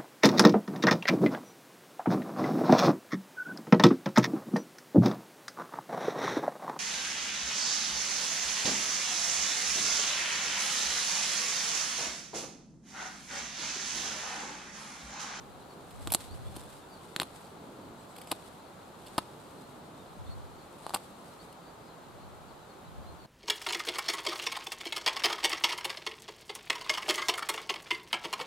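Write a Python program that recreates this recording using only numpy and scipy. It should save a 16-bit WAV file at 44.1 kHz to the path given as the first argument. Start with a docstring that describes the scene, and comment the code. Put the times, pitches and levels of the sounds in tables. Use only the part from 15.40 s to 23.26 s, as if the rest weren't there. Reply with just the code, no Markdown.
"""In a wood, close by, a knife cuts five shavings from a stick.
In each stroke the blade tears through the fibres, which part in sharp snaps that knock the gripped stick.
The gloved hands jolt and rub, the blade squeaks faintly, and sleeves rustle with each push and swing.
Behind are faint far birds, puffs of wind on the microphone and a steady hiss."""
import sys
import numpy as np
from scipy import signal
from scipy.fft import rfft, irfft
from scipy.io import wavfile

SR = 44100
rng = np.random.default_rng(int(sys.argv[2]) if len(sys.argv) > 2 else 0)


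def bounce(signal):
    """Save signal as a 16-bit WAV file at the path given by the first command-line argument."""
    frames = np.transpose(np.atleast_2d(signal))
    limited = np.clip(frames, -1, 1)
    pcm = np.round(limited * 32767).astype(np.int16)
    wavfile.write(sys.argv[1], SR, pcm)


N = 346626
TIME_S = np.arange(N) / SR


def knife(stick_left_db=2.0, splinters_right_db=2):
    """Stick, shaving and splinters sound together in each cut, each with its own reflections."""
    stick, shaving, splinters = (snap + slide for snap, slide in zip(snaps(), slices()))
    stick = low_cut(stick + jolts(), hz=45)
    stick = scatter(stick, near_db=-12, near_t60_s=.025, far_db=-25, far_t60_s=.4)
    shaving = scatter(shaving, near_db=-13, near_t60_s=.059, far_db=-22.5, far_t60_s=.84)
    splinters = scatter(splinters, near_db=-6.5, near_t60_s=.029, far_db=-26, far_t60_s=.39)
    lean = np.array([[.5], [-.5]])
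    return stick * amp(stick_left_db * lean) + shaving + splinters * amp(-splinters_right_db * lean)


# modes of the gripped stick and the stiff shaving: (base frequency [Hz], width [Hz], gain [dB])
STICK_MODES = [(687, 495, 1), (1005, 320, 5), (1220, 470, -1.5)]
SHAVING_MODES = [(1770, 3700, -4.5), (2820, 220, -5.5), (3820, 580, 4), (4360, 270, 2.5)]
# tiny fibres tearing: (frequency [Hz], gain [dB])
FIZZ_SPECTRUM = [(2500, -34), (5000, 9.5), (6300, 5), (8200, 15), (9500, 13), (12600, 10.5), (14000, 8),
                 (16000, -20)]
# loudest fibre breaks: (time [s], stick knock [dB], shaving crack [dB])
FIBRE_SNAPS = [(.6736, -30, -23), (.7216, -32, -23), (.7228, -28, -29), (.7262, -40, -30), (.729, -50, -30),
               (.7378, -52, -20), (.739, -32, -21.5), (.7478, -51, -11.5), (.7492, -20, -26),
               (.7534, -44, -31), (1.1645, -35.5, -38), (1.7631, -25.5, -15), (1.7998, -24.5, -11),
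               (1.8174, -43, -24), (1.8193, -23.5, -32), (1.832, -33, -24.5), (2.9165, -38, -16),
               (2.919, -36, -34), (2.923, -20.5, -44), (2.927, -28, -29), (3.7814, -50, -21.5),
               (3.7826, -14.5, -42), (3.7835, -21.5, -38), (3.7859, -14.5, -26), (3.7898, -33, -24),
               (5.466, -22.5, -32), (5.4948, -30.5, -30.5), (5.5064, -29, -41), (5.538, -24, -29.5),
               (5.5433, -22, -29), (5.5467, -32, -17), (5.5494, -23, -39), (5.561, -22.5, -34)]
def snaps(shaving_db=-1, splinter_db=-2, width_hz=850, pitch_spread=.017, grit_db=-5, grit_s=.00035):
    """Each snap knocks the stick, cracks the shaving and pings a tiny splinter amid a puff of grit."""
    stick, shaving, splinters = np.zeros(N), np.zeros(N), np.zeros((2, N))
    t = np.arange(300) / SR
    grit = colour(pair(*rng.standard_normal((2, N)), correlation=.39), FIZZ_SPECTRUM)
    puff = t / grit_s * np.exp(1 - t / grit_s)
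    detunes = 1 + pitch_spread * rng.standard_normal(len(FIBRE_SNAPS))
    for (s, knock_db, crack_db), detune in zip(FIBRE_SNAPS, detunes):
        stick_pitch, shaving_pitch, brittle_db, hz = wood_at(s)
        ping_db = crack_db + brittle_db
        splinter_modes = [(hz * detune * .867, width_hz, 0), (hz * detune * 1.067, width_hz, -3)]
        grit_puff = puff * grit[:, round(s * SR):][:, :len(t)] / 2
        add(stick, s - .0002, amp(knock_db) * ring(STICK_MODES, stick_pitch))
        add(shaving, s, amp(crack_db + shaving_db) * ring(SHAVING_MODES, shaving_pitch))
        add(splinters, s, amp(ping_db + splinter_db) * ring(splinter_modes))
        add(splinters, s - grit_s, amp(ping_db + grit_db) * grit_puff)
    return stick, shaving, splinters


# slips and tears through the grain: (time [s], length [s], stick level [dB], shaving level [dB])
BLADE_SLIDES = [(.507, 0.005, -71, -52), (0.676, 0.0029, -40, -47), (0.702, 0.0024, -51, -39),
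                (0.7187, .003, -40, -39), (.724, .023, -44, -54), (1.164, .003, -49, -46.5),
                (1.61, .002, -64, -58), (1.791, 0.0016, -43, -53), (1.81, 0.01, -40, -34.5),
                (2.763, .003, -64, -46.5), (2.781, 0.0056, -45.5, -47), (2.8145, 0.0021, -58, -43.5),
                (2.843, .002, -60, -56),(2.872, .002, -43, -46), (2.909, .0038, -46, -46),
                (2.914, 0.0046, -30.5, -29), (3.662, .012, -54, -48), (3.78, 0.00097, -25, -23),
                (5.542, 0.0056, -29.5, -27.5), (5.551, 0.021, -45, -45.5), (6.126, .002, -60, -52.5)]
def slices(fibres_per_s=4500, swell_db=5, attack_s=.00035, release_s=.0031, fizz_db=-2.5):
    """The sliding edge breaks thousands of fibres a second, harder towards the end of a slide."""
    out = np.zeros((3, N))
    breaks = rng.choice([-1., 1.], N) * rng.uniform(.38, 1, N)
    breaks *= rng.random(N) < fibres_per_s / SR
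    curls = ring(SHAVING_MODES, pitch=.79) + ring(SHAVING_MODES, pitch=1.168)  # long curl, short curl
    stick = signal.oaconvolve(breaks, ring(STICK_MODES))
    shaving = signal.oaconvolve(breaks, curls)
    fizz = colour(breaks, FIZZ_SPECTRUM)
    for s, length_s, knock_db, crack_db in BLADE_SLIDES:
        _, _, brittle_db, _ = wood_at(s)
        levels_db = knock_db, crack_db, crack_db + brittle_db + fizz_db
        t = np.arange(int((length_s + .0077) * SR)) / SR
        push = amp(swell_db * (np.minimum(t / length_s, 1) - 1.5))
        push *= np.minimum(t / attack_s, 1) * np.exp(-np.maximum(t - length_s, 0) / release_s)
        push_rms = np.sqrt(np.mean(push ** 2))
        for track, voice, db in zip(out, (stick, shaving, fizz), levels_db):
            tear = unit(push * voice[round(s * SR):][:len(t)])
            add(track, s, amp(db) * push_rms * tear)
    return out


# knife pushes, two for the first shaving: (bite [s], end [s], stick pitch at bite [ratio], at end [ratio],
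# shaving pitch [ratio], splinters re crack at bite [dB], at end [dB],
# splinter pitch at bite [Hz], at end [Hz])
KNIFE_PUSHES = [(0.67, 0.67, 1.2, 1.15, 0.91, 0, 0, 8900, 9100),
                (0.735, 0.749, 0.76, 0.87, 1.02, 10, 5.5, 12000, 10070),
                (1.803, 1.806, 1.57, 1.05, 0.96, -8, -3, 8900, 10400),
                (2.91, 2.93, 0.94, 0.84, 0.95, 0.5, -5, 11300, 9500),
                (3.78, 3.785, 0.53, 1.05, 1.01, -2.5, -12, 10200, 9800),
                (5.47, 5.573, 0.89, 1.05, 1.07, -3, 1.5, 9500, 9050)]
def wood_at(s):
    """The wood's pitch and brittleness change as the blade travels through the nearest push."""
    nearest = min(KNIFE_PUSHES, key=lambda row: abs(row[1] - s))
    bite_s, end_s, bite_pitch, end_pitch, shaving_pitch, bite_db, end_db, bite_hz, end_hz = nearest
    stick_pitch = np.interp(s, [bite_s, end_s], [bite_pitch, end_pitch])
    brittle_db = np.interp(s, [bite_s, end_s], [bite_db, end_db])
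    splinter_hz = np.interp(s, [bite_s, end_s], [bite_hz, end_hz])
    return stick_pitch, shaving_pitch, brittle_db, splinter_hz


# modes of the hands: (frequency [Hz], width [Hz], gain [dB])
HAND_MODES = [(165, 72, -4.2), (326, 77, 0.17)]
# thumps: (time [s], peak [dB])
HAND_JOLTS = [(0.6722, -35), (.748, -32), (1.167, -34.5), (1.7634, -36), (1.8, -32.5), (1.8195, -34.5),
              (2.919, -30.5), (3.782, -30), (5.549, -36)]
def jolts():
    """The gloved hands thump dully as the blade bites or breaks free."""
    out = np.zeros(N)
    for s, db in HAND_JOLTS:
        add(out, s, amp(db) * ring(HAND_MODES))
    return out


# blade on wood: (time [s], length [s], start pitch [Hz], end pitch [Hz], level [dB])
BLADE_SQUEAKS = [(2.57, .065, 7900, 7900, -71), (2.69, .05, 7650, 8150, -69),
                 (2.868, 0.057, 7150, 8600, -62)]
def squeaks():
    """The pressed blade squeaks thinly on the wood."""
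    return glides(BLADE_SQUEAKS, waver=.004)


# sleeve rustle and glove rub: (frequency [Hz], gain [dB])
CLOTH_SPECTRUM = [(300, 6), (1500, 1), (2500, 1), (3800, 5.5), (6200, -3.5), (8300, 5), (12000, -2.5),
                  (14500, -11), (16000, -31)]
GLOVE_SPECTRUM = [(50, -38), (130, -1), (280, -1), (420, -3), (800, -17.5), (2000, -57)]
# arm swings between cuts and shifts of grip: (time [s], length [s], level [dB])
ARM_SWINGS = [(.81, .03, -53), (.95, 0.26, -62), (1.17, .18, -58), (1.96, 0.075, -58), (3.04, 0.041, -59.5),
              (4.0, 0.35, -66), (5.78, 0.27, -65)]
GRIP_SHIFTS = [(.36, .06, -55), (1.155, 0.013, -54.5), (2.2, .3, -51), (3.9, 0.7, -56.5)]
def sleeves_and_gloves(lead_s=.14, push_s=.18, push_db=-62, work_end_s=5.7, settle_s=.88,
                       catches_per_s=6000, grain_db=3, cloth_db=1, flutter_db=2):
    """Sleeve threads catch and slip with each push and swing; the gloves rub dully on the wood."""
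    pushes = [(end_s - lead_s, push_s, push_db) for _, end_s, *_ in KNIFE_PUSHES]
    fidget = np.exp(-np.maximum(TIME_S - work_end_s, 0) / settle_s)
    pushing = swells(pushes, attack_s=.12, release_s=.11)
    swinging = swells(ARM_SWINGS, attack_s=.03, release_s=.053)
    arm = np.hypot(np.hypot(pushing, swinging), amp(-70.5) * fidget)
    grip = np.hypot(swells(GRIP_SHIFTS, attack_s=.077, release_s=.06), amp(-61) * fidget)
    catches = rng.random(N) < catches_per_s / SR
    threads = rng.standard_normal((2, N)) * catches
    threads *= amp(grain_db * np.minimum(rng.exponential(1, N), 4))
    rustle = colour(pair(*threads, correlation=.25), CLOTH_SPECTRUM)
    rustle *= amp(cloth_db + flutter_db * drift(rate_hz=20))
    rub = colour(pair(*rng.standard_normal((2, N)), correlation=.92), GLOVE_SPECTRUM)
    return rustle * arm + rub * grip


# buffeting: (frequency [Hz], gain [dB])
EDDY_SPECTRUM = [(10, -24), (25, -9), (85, 6.5), (170, -6), (340, -19), (600, -34), (1300, -82)]
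# puffs: (time [s], length [s], level [dB])
WIND_PUFFS = [(.02, 0.086, -59), (.62, 0.098, -44.5), (.92, 0.21, -43.5), (4.85, 0.15, -43.5),
              (6.76, 0.31, -56), (7.55, 0.17, -47)]
def wind(breeze_db=-75, lump_db=2):
    """Lumpy eddies push the two microphone channels in opposite directions."""
    eddies = colour(pair(*rng.standard_normal((2, N)), correlation=-.81), EDDY_SPECTRUM)
    strength = swells(WIND_PUFFS, attack_s=.067, release_s=.078) + amp(breeze_db)
    return eddies * strength * amp(lump_db * drift(rate_hz=14))


# nearer birds: (time [s], length [s], start pitch [Hz], end pitch [Hz], relative level [dB])
BIRD_CHIRPS = [(.28, 0.066, 4740, 4000, -65), (.87, 0.083, 3650, 5040, -59.5), (1.03, .07, 3030, 3640, -62),
               (1.47, .14, 4820, 4090, -64), (4.5, 0.19, 3630, 3540, -69), (4.84, 0.081, 3300, 3820, -66),
               (4.88, 0.073, 4290, 4210, -58.5), (5.15, 0.09, 4410, 4355, -67),
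               (5.42, 0.087, 4000, 4380, -64), (5.98, 0.053, 4110, 4600, -61), (6.25, .07, 4400, 4690, -67),
               (6.42, .19, 4280, 3870, -71), (6.76, .12, 4200, 4400, -69), (7.26, 0.089, 4430, 4200, -69),
               (7.63, .12, 4040, 4250, -66), (7.77, 0.11, 4470, 4340, -61.5)]
def birds(gain_db=-5):
    """Far chirps, blurred by the trees."""
    chirps = glides(BIRD_CHIRPS + twitter(), waver=.013)
    return amp(gain_db) * scatter(chirps, near_db=2.5, near_t60_s=.056, far_db=-7, far_t60_s=.94)


def twitter(per_s=6, length_s=.097, hz=4180, spread_hz=400, relative_db=-72, spread_db=2):
    """Chirp rows for the farthest birds, at random times and pitches."""
    count = int(per_s * N / SR)
    starts_s = (np.arange(count) + rng.random(count)) / per_s
    return [(s, length_s, hz + spread_hz * start, hz + spread_hz * end, relative_db + spread_db * level)
            for s, (start, end, level) in zip(starts_s, rng.standard_normal((count, 3)))]


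# outdoor hiss: (frequency [Hz], gain [dB])
AIR_SPECTRUM = [(20, -47), (32, -12), (165, -1.5), (260, -4), (850, -4.5), (1350, -10), (1810, -19),
                (2600, -22), (4080, -21), (5500, -30), (7300, -27.5), (9000, -30), (14300, -34.5),
                (16000, -45)]
# its left-right likeness: (frequency [Hz], correlation [0..1])
AIR_CORRELATION = [(60, 1), (380, 0.79), (700, 0.45), (1300, 0.27), (4400, 0.44), (8000, 0), (15000, 0)]
# its balance: (frequency [Hz], left minus right [dB])
AIR_BALANCE = [(60, -3), (110, -5), (200, -3), (380, -3.5), (700, 0.1), (1290, 3), (2380, 2.5), (4400, 0.5),
               (8120, -1.0), (15000, -2.5)]
def air(level_db=-51.5, swell_db=.08):
    """Steady outdoor hiss, alike in both ears in the bass and wide in the treble."""
    hz = np.fft.rfftfreq(N, 1 / SR)
    correlation = curve_at(AIR_CORRELATION, hz)
    balance_db = np.outer([.5, -.5], curve_at(AIR_BALANCE, hz))
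    spectrum = pair(*rfft(rng.standard_normal((2, N))), correlation)
    spectrum *= amp(curve_at(AIR_SPECTRUM, hz) + balance_db) / np.sqrt(1 + correlation)
    hiss = irfft(spectrum, N)
    return hiss / hiss.mean(0).std() * amp(level_db + swell_db * drift(rate_hz=6.8))


def scatter(x, near_db, near_t60_s, far_db, far_t60_s, size=16000):
    """Arms and ground scatter the sound within milliseconds; the trees return a faint tail."""
    t = np.arange(size) / SR
    near, far = rng.standard_normal((2, 2, size)) * np.minimum(t / .0024, 1)
    near = amp(near_db) * unit(near * amp(-60 * t / near_t60_s))
    far = amp(far_db) * unit(far * amp(-60 * t / far_t60_s))
    echo = (near + far) / np.sqrt(size)
    return x + signal.oaconvolve(np.atleast_2d(x), echo, axes=1)[:, :N]


def ring(modes, pitch=1.0, size=2048):
    """Minimum-phase click response of damped modes, envelope peak 1."""
    bins_hz = abs(np.fft.fftfreq(size, 1 / SR))
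    gain = sum(amp(db) / (1 + ((bins_hz - hz * pitch) / width_hz) ** 2) ** 1.5
               for hz, width_hz, db in modes)
    log_gain = np.log(gain + gain.max() * .00069)
    response = np.fft.ifft(np.exp(signal.hilbert(log_gain).conj())).real
    return response / abs(signal.hilbert(response)).max()


def glides(rows, waver, arch=.0157):
    """Thin tones that swell and fade while their pitch slides in a slight arch."""
    out = np.zeros(N)
    wobble = 1 + waver * drift(rate_hz=240)
    for s, length_s, start_hz, end_hz, db in rows:
        size = int(length_s * SR)
        hump = np.hanning(size)
        hz = np.linspace(start_hz, end_hz, size) * (1 + arch * hump)
        hz *= np.resize(wobble[int(s * SR):], size)
        add(out, s, amp(db) * 2 * hump * np.sin(2 * np.pi * np.cumsum(hz) / SR))
    return out


def swells(rows, attack_s, release_s):
    """Gain curve: each row rises, holds and dies away; overlaps add in power."""
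    power = np.zeros(N)
    for s, length_s, db in rows:
        before = np.maximum(s - TIME_S, 0) / attack_s
        after = np.maximum(TIME_S - s - length_s, 0) / release_s
        power += (amp(db) * np.exp(-np.minimum(before + after, 20))) ** 2
    return np.sqrt(power)


def low_cut(x, hz):
    """Removes the deepest bass, which small things hardly radiate."""
    return signal.sosfilt(signal.butter(2, hz, "high", fs=SR, output="sos"), x)


def colour(x, spectrum):
    """Filters x by a spectrum table, to rms 1."""
    gain = amp(curve_at(spectrum, np.fft.rfftfreq(N, 1 / SR)))
    return unit(irfft(rfft(x) * gain, N))


def curve_at(points, hz):
    """Interpolates a table over log frequency."""
    points_hz, values = np.transpose(points)
    return np.interp(np.log(hz + 1), np.log(points_hz + 1), values)


def drift(rate_hz):
    """Random wander below about rate_hz, rms 1."""
    rolloff = 1 + (np.fft.rfftfreq(N, 1 / SR) / rate_hz) ** 4
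    return unit(irfft(rfft(rng.standard_normal(N)) / rolloff, N))


def pair(a, b, correlation):
    """Left and right from two unrelated signals."""
    mid, side = np.sqrt((1 + correlation) / 2) * a, np.sqrt((1 - correlation) / 2) * b
    return np.array([mid + side, mid - side])


def add(mix, s, sound):
    part = mix[..., round(s * SR):][..., :sound.shape[-1]]
    part += sound[..., :part.shape[-1]]


def amp(db):
    return 10 ** (np.asarray(db) / 20)


def unit(x):
    return x / np.sqrt(np.mean(x ** 2) + 1e-20)


def scene():
    return knife() + squeaks() + sleeves_and_gloves() + wind() + air() + birds()


def record(dry, edge_hz=16000):
    """Low-pass band limit."""
    taps = signal.firwin(401, edge_hz, window=("kaiser", 9), fs=SR)
    return signal.oaconvolve(dry, taps[None], "same")


dry = scene()
out = record(dry)
bounce(out)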